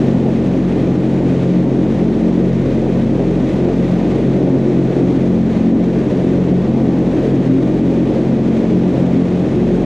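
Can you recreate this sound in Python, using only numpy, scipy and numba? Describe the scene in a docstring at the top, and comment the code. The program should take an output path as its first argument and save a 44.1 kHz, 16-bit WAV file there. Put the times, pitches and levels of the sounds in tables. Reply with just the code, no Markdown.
"""A big fan hums and throbs inside a vertical wind tunnel, driving a steady blast up through the floor net.
Its blade tones are harmonics of one rate, each partly scattered by eddies in the turbulent duct.
Noise keeps the shaft's air resonances ringing, roars low in surges, and hisses past the net and the flyers' suits.
A fast gain control turns the whole mix down as its power rises, so a swelling hum ducks the hiss."""
import sys
import numpy as np
from scipy import signal
from scipy.fft import rfft, irfft, next_fast_len
from scipy.io import wavfile
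from numba import njit

SR = 44100
rng = np.random.default_rng(int(sys.argv[2]) if len(sys.argv) > 2 else 0)


def dump(signal):
    """Clip the signal to [-1, 1] and save it as 16-bit WAV at the path in sys.argv[1]."""
    limited = np.clip(np.atleast_2d(signal).T, -1, 1)
    pcm = np.round(limited * 32767).astype(np.int16)
    wavfile.write(sys.argv[1], SR, pcm)


N = 434385

TIME = np.arange(N) / SR
FREQS = np.fft.rfftfreq(next_fast_len(N), 1 / SR)
BLADE_HZ = 44.69  # blades passing per second


def fan():
    """The whole hum: a deep drone, three strong throbbing harmonics and the weaker blade tones around them."""
    third = fan_throb(index=1, level_db=0.0, share=0.05, scatter_hz=8.2, shift_hz=-1.5, wander=0.32, wander_hz=1.3)
    fourth = fan_throb(index=2, level_db=-0.35, share=0.09, scatter_hz=6.2, shift_hz=4.5, wander=0.6, wander_hz=1.1)
    fifth = fan_throb(index=3, level_db=0.0, share=0.087, scatter_hz=4.0, shift_hz=1.5, wander=1.21, wander_hz=1.2)
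    return fan_drone() + fan_hum() + third + fourth + fifth


def fan_throb(index, level_db, share, scatter_hz, shift_hz, wander, wander_hz):
    """A strong blade tone: it swells slowly, eddies scatter a share of it, and its phase wanders (rms radians)."""
    # slow swells of the strongest harmonics, before the trim level_db:
    # (time [s], 3rd level [dB], 4th level [dB], 5th level [dB])
    throb = [(0.0, -18.5, -21, -19), (0.6, -24, -21, -21.5), (1.35, -19.5, -19, -21),
             (1.95, -21.5, -20.5, -19), (2.25, -24, -17.5, -17.5), (2.6, -21.5, -20, -18.5),
             (3.2, -22.5, -19, -20.5), (3.7, -22.5, -19, -26.5), (4.3, -20, -20, -19.5),
             (4.85, -19.5, -22.5, -22.5), (5.15, -21, -21, -23.5), (5.6, -28.5, -18.5, -13),
             (6.2, -22.5, -20, -28), (6.8, -20.5, -20, -18.5), (7.45, -19, -21, -27),
             (8.4, -24.5, -20.5, -17.5), (9.0, -21, -16, -19), (9.85, -27, -19, -22)]
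    multiple = index + 2
    phase = wander * eddies(wander_hz)
    level = gain_of(curve(throb, index) + swells(multiple) + level_db)
    amplitude = scattered(share, scatter_hz, shift_hz) * np.exp(1j * phase)
    return level * blade_tone(multiple, amplitude)


def fan_drone(level_db=0.0):
    """The fundamental of the blade rate, a nearly pure tone."""
    # slow level of the deep fundamental: (time [s], level [dB])
    drone = [(0.0, -38), (0.39, -32.5), (1.62, -33.5), (1.82, -31), (3.84, -30.5), (4.97, -35),
             (8.13, -34.0), (9.31, -40), (9.85, -29.5)]
    level = gain_of(curve(drone, index=1) + level_db)
    return level * blade_tone(1, scattered(0.03, rate_hz=3.0))


def fan_hum():
    """The weaker blade tones, blurred by the turbulent air they cross."""
    # weaker harmonics, before their brief swells:
    # (multiple of the blade rate, level [dB], share scattered by turbulence [0-1], shift of that share [Hz])
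    blade_tones = [(2, -34.5, .15, 0), (6, -25, 0.37, -1.2), (7, -25.5, 0.46, -1.2), (8, -30, .38, 0.6),
                   (9, -38.5, 0.6, 0), (10, -36, 0.8, 0), (12, -38, .9, 2)]
    hum = 0
    for multiple, db, share, shift_hz in blade_tones:
        level = gain_of(db + swells(multiple))
        hum = hum + level * blade_tone(multiple, scattered(share, rate_hz=5.0, shift_hz=shift_hz))
    return hum


def swells(multiple):
    """The brief level changes (dB) of one blade tone."""
    # one blade tone swells or fades: (time at the middle [s], multiple, change [dB], half length to 1/e [s])
    tone_swells = [(.11, 4, 5, 0.06), (.43, 4, -9, 0.029), (.87, 5, -12, 0.11), (1.06, 4, -11, .05),
                   (1.08, 5, 2, .08), (1.35, 6, 6, 0.11), (1.36, 5, -15, .15), (1.59, 4, 6, .08),
                   (1.65, 2, -7, .2), (1.73, 4, -11, 0.035), (1.802, 5, 2, .15), (1.917, 4, -12, .055),
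                   (2.2, 6, 6, 0.064), (2.24, 3, -16, 0.066), (2.248, 7, 7.5, 0.063), (2.68, 5, -14, .05),
                   (2.75, 4, -15.5, 0.087), (2.85, 6, -11, 0.068), (3.15, 2, -11, 0.15),
                   (3.27, 5, -15, 0.042), (3.515, 4, -12, .076), (3.54, 5, -11, 0.059), (3.62, 8, 9.5, .11),
                   (3.74, 7, -17, .14), (3.95, 2, -4, .13), (3.95, 4, 4.5, .05), (3.98, 6, -4.5, 0.36),
                   (4.022, 3, -12, 0.061), (4.02, 5, 3, 0.052), (4.15, 4, -9, 0.065), (4.24, 5, 3.5, 0.043),
                   (4.31, 4, 0.5, 0.043), (4.43, 5, -17, 0.053), (4.546, 6, 4, .097), (4.68, 4, -11, 0.04),
                   (4.68, 5, 4.5, .1), (4.682, 2, -12, .21), (4.847, 8, 8.5, 0.48), (5.016, 5, -16, 0.084),
                   (5.08, 6, 6, .08), (5.35, 2, 4, .2), (5.363, 4, 5, 0.08), (5.5, 8, -7, .2),
                   (5.5, 6, -6.5, 0.07), (5.73, 6, 6, 0.089), (5.76, 4, -10, 0.035), (5.85, 2, -9, .22),
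                   (6.06, 4, -13, 0.056), (6.4, 8, 10, 0.16), (6.503, 5, -10, 0.072), (6.57, 4, 5, 0.08),
                   (6.75, 2, 3.5, .41), (6.78, 4, -11, .094), (7.11, 3, -8.5, .12), (7.23, 4, -8, .06),
                   (7.5, 4, -8, 0.065), (7.54, 6, 12, 0.08), (7.876, 6, 7.5, 0.096), (8.0, 7, 4, 0.079),
                   (8.12, 4, -12.5, 0.064), (8.3, 3, 4.5, 0.046), (8.57, 4, -15, 0.041),
                   (8.6, 3, -5.5, 0.12), (8.72, 4, 2, 0.034), (8.94, 5, -15, .045), (8.96, 4, -10.5, .04),
                   (9.233, 7, -15, .13), (9.243, 6, 8, 0.09), (9.3, 3, -10, .05), (9.4, 2, 3.5, 0.16),
                   (9.432, 5, -5, .08), (9.5, 4, -16, .045), (9.525, 7, 9.5, 0.057), (9.676, 7, -16, .1),
                   (9.75, 8, 10.5, .18)]
    return sum(db * bump(s, half_s) for s, k, db, half_s in tone_swells if k == multiple)


def scattered(share, rate_hz, shift_hz=0):
    """Complex amplitude of a tone: a steady part plus a part that eddies blur and shift in pitch."""
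    share = np.clip(share, 0, 1)
    steady = np.sqrt(1 - share) * np.exp(2j * np.pi * rng.random())
    blur = (eddies(rate_hz) + 1j * eddies(rate_hz)) * np.exp(2j * np.pi * shift_hz * TIME)
    return steady + np.sqrt(share / 2) * blur


def blade_tone(multiple, amplitude):
    """One sine harmonic of the blade rate; the size of the complex amplitude is its rms."""
    return np.sqrt(2) * (amplitude * np.exp(2j * np.pi * multiple * BLADE_HZ * TIME)).real


def shaft():
    """Turbulence keeps the air resonances of the shaft ringing; the strongest band swells or sinks briefly."""
    # air resonances of the shaft, before the brief changes: (frequency [Hz], width [Hz], level [dB])
    resonances = [(29.8, 1.0, -49.5), (59.4, 3, -47.5), (74.5, 3, -48), (105.2, 5.8, -33), (127, 17, -38.5),
                  (150.3, 3.5, -37), (186.5, 11, -28.5), (202.6, 8.7, -30), (226.3, 7.1, -33),
                  (250.5, 7.7, -26.5), (259.3, 14, -30), (300.6, 10, -28.5), (328, 24, -33),
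                  (378.7, 14, -32.5), (423.5, 6.2, -38), (504, 20, -39.5)]
    # brief level changes of the strongest resonance band: (time at the middle [s], change [dB])
    band_changes = [(.17, 9.5), (.57, 3), (1.8, -1), (6.85, 4), (7.42, 2), (9.1, 7.5), (9.7, 5.5)]
    # the strongest resonance band: (low edge [Hz], high edge [Hz])
    strongest_band = (236, 266)
    power = 0
    for hz, width, db in resonances:
        peak = 1 / (1 + ((FREQS - hz) / width * 1.36) ** 2)
        power = power + (gain_of(db) * evened(peak)) ** 2
    gain = np.sqrt(power * N / 2)  # N / 2 makes each level the rms of its resonance
    in_band = (FREQS > strongest_band[0]) & (FREQS < strongest_band[1])
    change_db = sum(db * bump(s, rise_s=0.13) for s, db in band_changes)
    return noise(gain * ~in_band) + gain_of(change_db) * noise(gain * in_band)


def roar(buffet, level_db=0.06, buffet_db=0.12, rise_share=0.15, flutter_db=0.38, flutter_hz=14):
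    """The broad low roar of the blast; large eddies make its body and its upper edge surge or sag."""
    # turbulence in the shaft: (frequency [Hz], relative level per Hz [dB])
    spectrum = [(20, -30), (38, -24), (52, -14), (68, -23), (78, -18.5), (88, -17.5), (160, -7),
                (200, -3.5), (288, -3.5), (325, -0.5), (375, 0), (470, -4.5), (545, -6.5), (620, -9.5),
                (1000, -23.5), (1500, -45.5), (3000, -80)]
    # slow level, before brief rises and the trim level_db: (time [s], level [dB])
    slow_level = [(0.0, -20.0), (0.64, -21), (0.83, -20), (3.45, -21), (3.64, -18.5), (3.94, -21),
                  (4.14, -19), (4.97, -19.5), (5.47, -21.5), (6.4, -19.5), (6.9, -19.5), (7.29, -18.5),
                  (7.53, -20.5), (8.18, -20), (8.37, -21.5), (8.91, -18), (9.41, -21), (9.85, -20.5)]
    # surges: (time at the middle [s], change of the body [dB], change of the upper edge [dB])
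    surges = [(.26, 2.5, 3), (.52, -2, 1), (.63, -10, -1), (.8, 1, 1.5), (.95, -5, 0), (1.17, 1, 1),
              (1.5, -1, -2.5), (1.62, -6, 0.5), (2.08, 4, -0.5), (2.3, -1, 3), (2.44, 5.5, -1),
              (2.59, -4, 0), (2.87, 0, 2), (3.05, -2, -3), (3.22, 3, 3), (3.41, -4, 2), (3.69, 3, 0),
              (3.9, -3.5, 2), (4.03, -1, 3), (4.17, 0.5, 0), (4.27, 1.5, -3), (4.41, 5.5, 1.5),
              (4.97, 3.5, 1.5), (5.42, -5, -1), (5.6, -3, 2.5), (6.15, 2.5, 0.5), (6.56, 0.5, -2),
              (6.8, -1, 3), (6.91, -2, -0.5), (7.28, 3.5, -3.5), (7.56, -0.5, -2), (7.68, 3, 1),
              (7.85, -1, -2), (8.14, 4, 1), (8.31, -2, 1.5), (8.47, -1, 0), (8.61, 2.5, 1), (8.8, -2, -1.5),
              (9.03, -1.5, 2), (9.25, -0.5, 0), (9.36, 1.5, 2), (9.62, -3, 2.5), (9.8, 3.5, 2)]
    body_hz, upper_hz = 318, 570  # the body starts at the first, the upper edge at the second
    surge_s = 0.048  # half length of a surge, to 1/e
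    swell_db = curve(slow_level, index=1) + buffet_db * buffet + rise_share * hiss_rises()
    body_db = upper_db = flutter_db * eddies(flutter_hz)
    for s, body_change_db, upper_change_db in surges:
        eddy = bump(s, surge_s)
        body_db = body_db + body_change_db * eddy
        upper_db = upper_db + upper_change_db * eddy
    whole = air(spectrum)
    high, upper = above(whole, body_hz), above(whole, upper_hz)
    low, body = whole - high, high - upper
    surging = low + gain_of(body_db) * body + gain_of(upper_db) * upper
    return gain_of(swell_db + level_db) * blade_chop(0.016) * surging


def hiss(buffet, level_db=1.5, buffet_db=-0.25, flutter_db=0.75, flutter_hz=24):
    """Air noise from all round the net: it rises briefly, and flapping cloth makes it flutter."""
    # air tearing past the net and the suits: (frequency [Hz], relative level per Hz [dB])
    spectrum = [(400, -18), (900, -6.5), (1080, -0.5), (1180, 3), (1320, -2.5), (1490, 0.5), (1650, -2),
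                (1810, 1), (2230, -2), (2500, -2.5), (2800, -6), (3250, -6.5), (3800, -8.5), (4950, -15.5),
                (6400, -16), (9300, -29), (11500, -34), (15000, -47.5)]
    # slow level, before brief rises and the trim level_db: (time [s], level [dB])
    slow_level = [(0.0, -40.5), (1.23, -40.5), (2.41, -41), (3.2, -40.5), (4.1, -39), (4.53, -41),
                  (5.0, -40), (5.8, -42.5), (6.1, -39.5), (6.6, -41.5), (7.05, -40.5), (7.85, -41),
                  (9.85, -40)]
    swell_db = curve(slow_level, index=1) + hiss_rises()
    buffet_and_flutter_db = buffet_db * buffet + flutter_db * eddies(flutter_hz)  # buffets oppose the roar's
    return gain_of(swell_db + buffet_and_flutter_db + level_db) * blade_chop(0.036) * air(spectrum)


def hiss_rises():
    """Brief rises (dB) of the hiss: each builds at its own pace, and all fall equally fast."""
    # brief rises of the hiss, 0 dB leaves it unchanged: (time at the peak [s], change [dB], rise from 1/e [s])
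    rises = [(.05, 2.2, .06), (.45, 0, 0.043), (.84, 1, .12), (1.29, 1, .07), (1.43, 1, .09),
             (1.93, 0.9, .1), (2.7, 1, .06), (2.92, 1, .07), (3.53, 1.5, .045), (3.865, 1.5, .06),
             (5.17, 1.5, .07), (5.54, 2.5, .05), (6.25, 0, .07), (7.12, 0.3, .05), (7.26, 2.2, .06),
             (8.13, 1.5, .07), (8.59, 2.1, .05), (8.99, 1, .09)]
    return sum(db * bump(s, rise_s, fall_s=0.092) for s, db, rise_s in rises)


def air(spectrum):
    """Diffuse air noise of unit rms, a little different at each ear."""
    # share of air noise that differs between the ears: (frequency [Hz], side minus mid [dB])
    width = [(60, -42), (560, -33), (750, -35.5), (1030, -15.5), (1350, -18.5), (2000, -23), (2600, -15),
             (4800, -15.5), (8000, -16), (12000, -30.5)]
    gain = colour(spectrum)
    mid, side = noise(gain), noise(gain * colour(width))
    return evened(np.array([mid + side, mid - side]))


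def blade_chop(depth):
    """Gain with a small push at each passing blade; the ripple's rms is 0.91 of the depth."""
    return 1 + depth * blade_tone(1, 0.91)


def eddies(rate_hz):
    """Slow random drift of unit rms, fading above the given rate."""
    return evened(noise(1 / (1 + (FREQS / rate_hz) ** 2)))


def noise(gain):
    """Random noise with the given gain at every frequency."""
    real, imag = rng.standard_normal((2, len(FREQS)))
    return irfft(gain * (real + 1j * imag), next_fast_len(N))[:N]


def colour(points):
    """Gain at every frequency from (Hz, dB) points joined on a log axis."""
    hz, db = np.transpose(points)
    return gain_of(np.interp(np.log(FREQS + 1), np.log(hz + 1), db))


def above(x, edge_hz):
    """The part of a sound that lies above a frequency, without phase shift."""
    high_pass = signal.butter(4, edge_hz, "high", fs=SR, output="sos")
    return signal.sosfiltfilt(high_pass, x)


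def curve(rows, index):
    """One column of a time table at every sample."""
    columns = np.transpose(rows)
    return np.interp(TIME, columns[0], columns[index])


def bump(s, rise_s, fall_s=None):
    """A bell-shaped rise to 1 at time s and a fall (as long as the rise unless given), timed to 1/e."""
    out = np.zeros(N)
    near = slice(max(round((s - 1) * SR), 0), round((s + 1) * SR))
    t = TIME[near] - s
    length_s = np.where(t < 0, rise_s, fall_s or rise_s)
    out[near] = np.exp(-np.minimum((t / length_s) ** 2, 20))
    return out


def gain_of(db):
    """Decibels to amplitude."""
    return 10 ** (np.asarray(db) / 20)


def evened(x):
    """Scales to unit rms."""
    return x / np.sqrt(np.mean(abs(x) ** 2) + 1e-20)


def scene():
    """Hum, shaft, roar and hiss together, mostly a little louder on the left."""
    # stereo balance: (frequency [Hz], left minus right [dB])
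    balance = [(40, 0.5), (180, .7), (380, 0.7), (750, -0.5), (1020, -0.5), (1400, .3), (2700, .3),
               (3600, 1.0), (6500, 1), (9000, 0)]
    size = next_fast_len(N)
    buffet = eddies(5)  # shared by roar and hiss
    tilt = np.sqrt(colour(balance))  # half the difference goes to each side
    mix = fan() + shaft() + roar(buffet) + hiss(buffet)
    return irfft(rfft(mix, size) * np.array([tilt, 1 / tilt]), size)[:, :N]


@njit
def follow_power(power, start, attack, release):
    """A level detector that rises fast and sinks more slowly."""
    out, level = np.empty_like(power), start
    for i in range(len(power)):
        level += (power[i] - level) * (attack if power[i] > level else release)
        out[i] = level
    return out


def gain_control(x, threshold_db=-11.5, strength=0.39, attack_s=0.012, release_s=0.043):
    """Turns everything down quickly as the power rises (strength in dB per dB), and up again as it sinks."""
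    power = (x ** 2).mean(0) / gain_of(threshold_db) ** 2
    level = follow_power(power, 0.68, 1 / (attack_s * SR), 1 / (release_s * SR))
    excess_db = 10 * np.log10(np.maximum(level, 0.5))  # the floor limits how far it turns up
    return x / gain_of(strength * excess_db)


def record(dry, makeup_db=0.32):
    """Fast gain control with make-up gain, very short end fades, then a steep low-pass."""
    levelled = gain_of(makeup_db) * gain_control(dry) * signal.windows.tukey(N, 4e-4)
    low_pass = signal.firwin(511, 15700, window=("kaiser", 9), fs=SR)  # edge in Hz
    return signal.oaconvolve(levelled, low_pass[None], "same")


dry = scene()
out = record(dry)
dump(out)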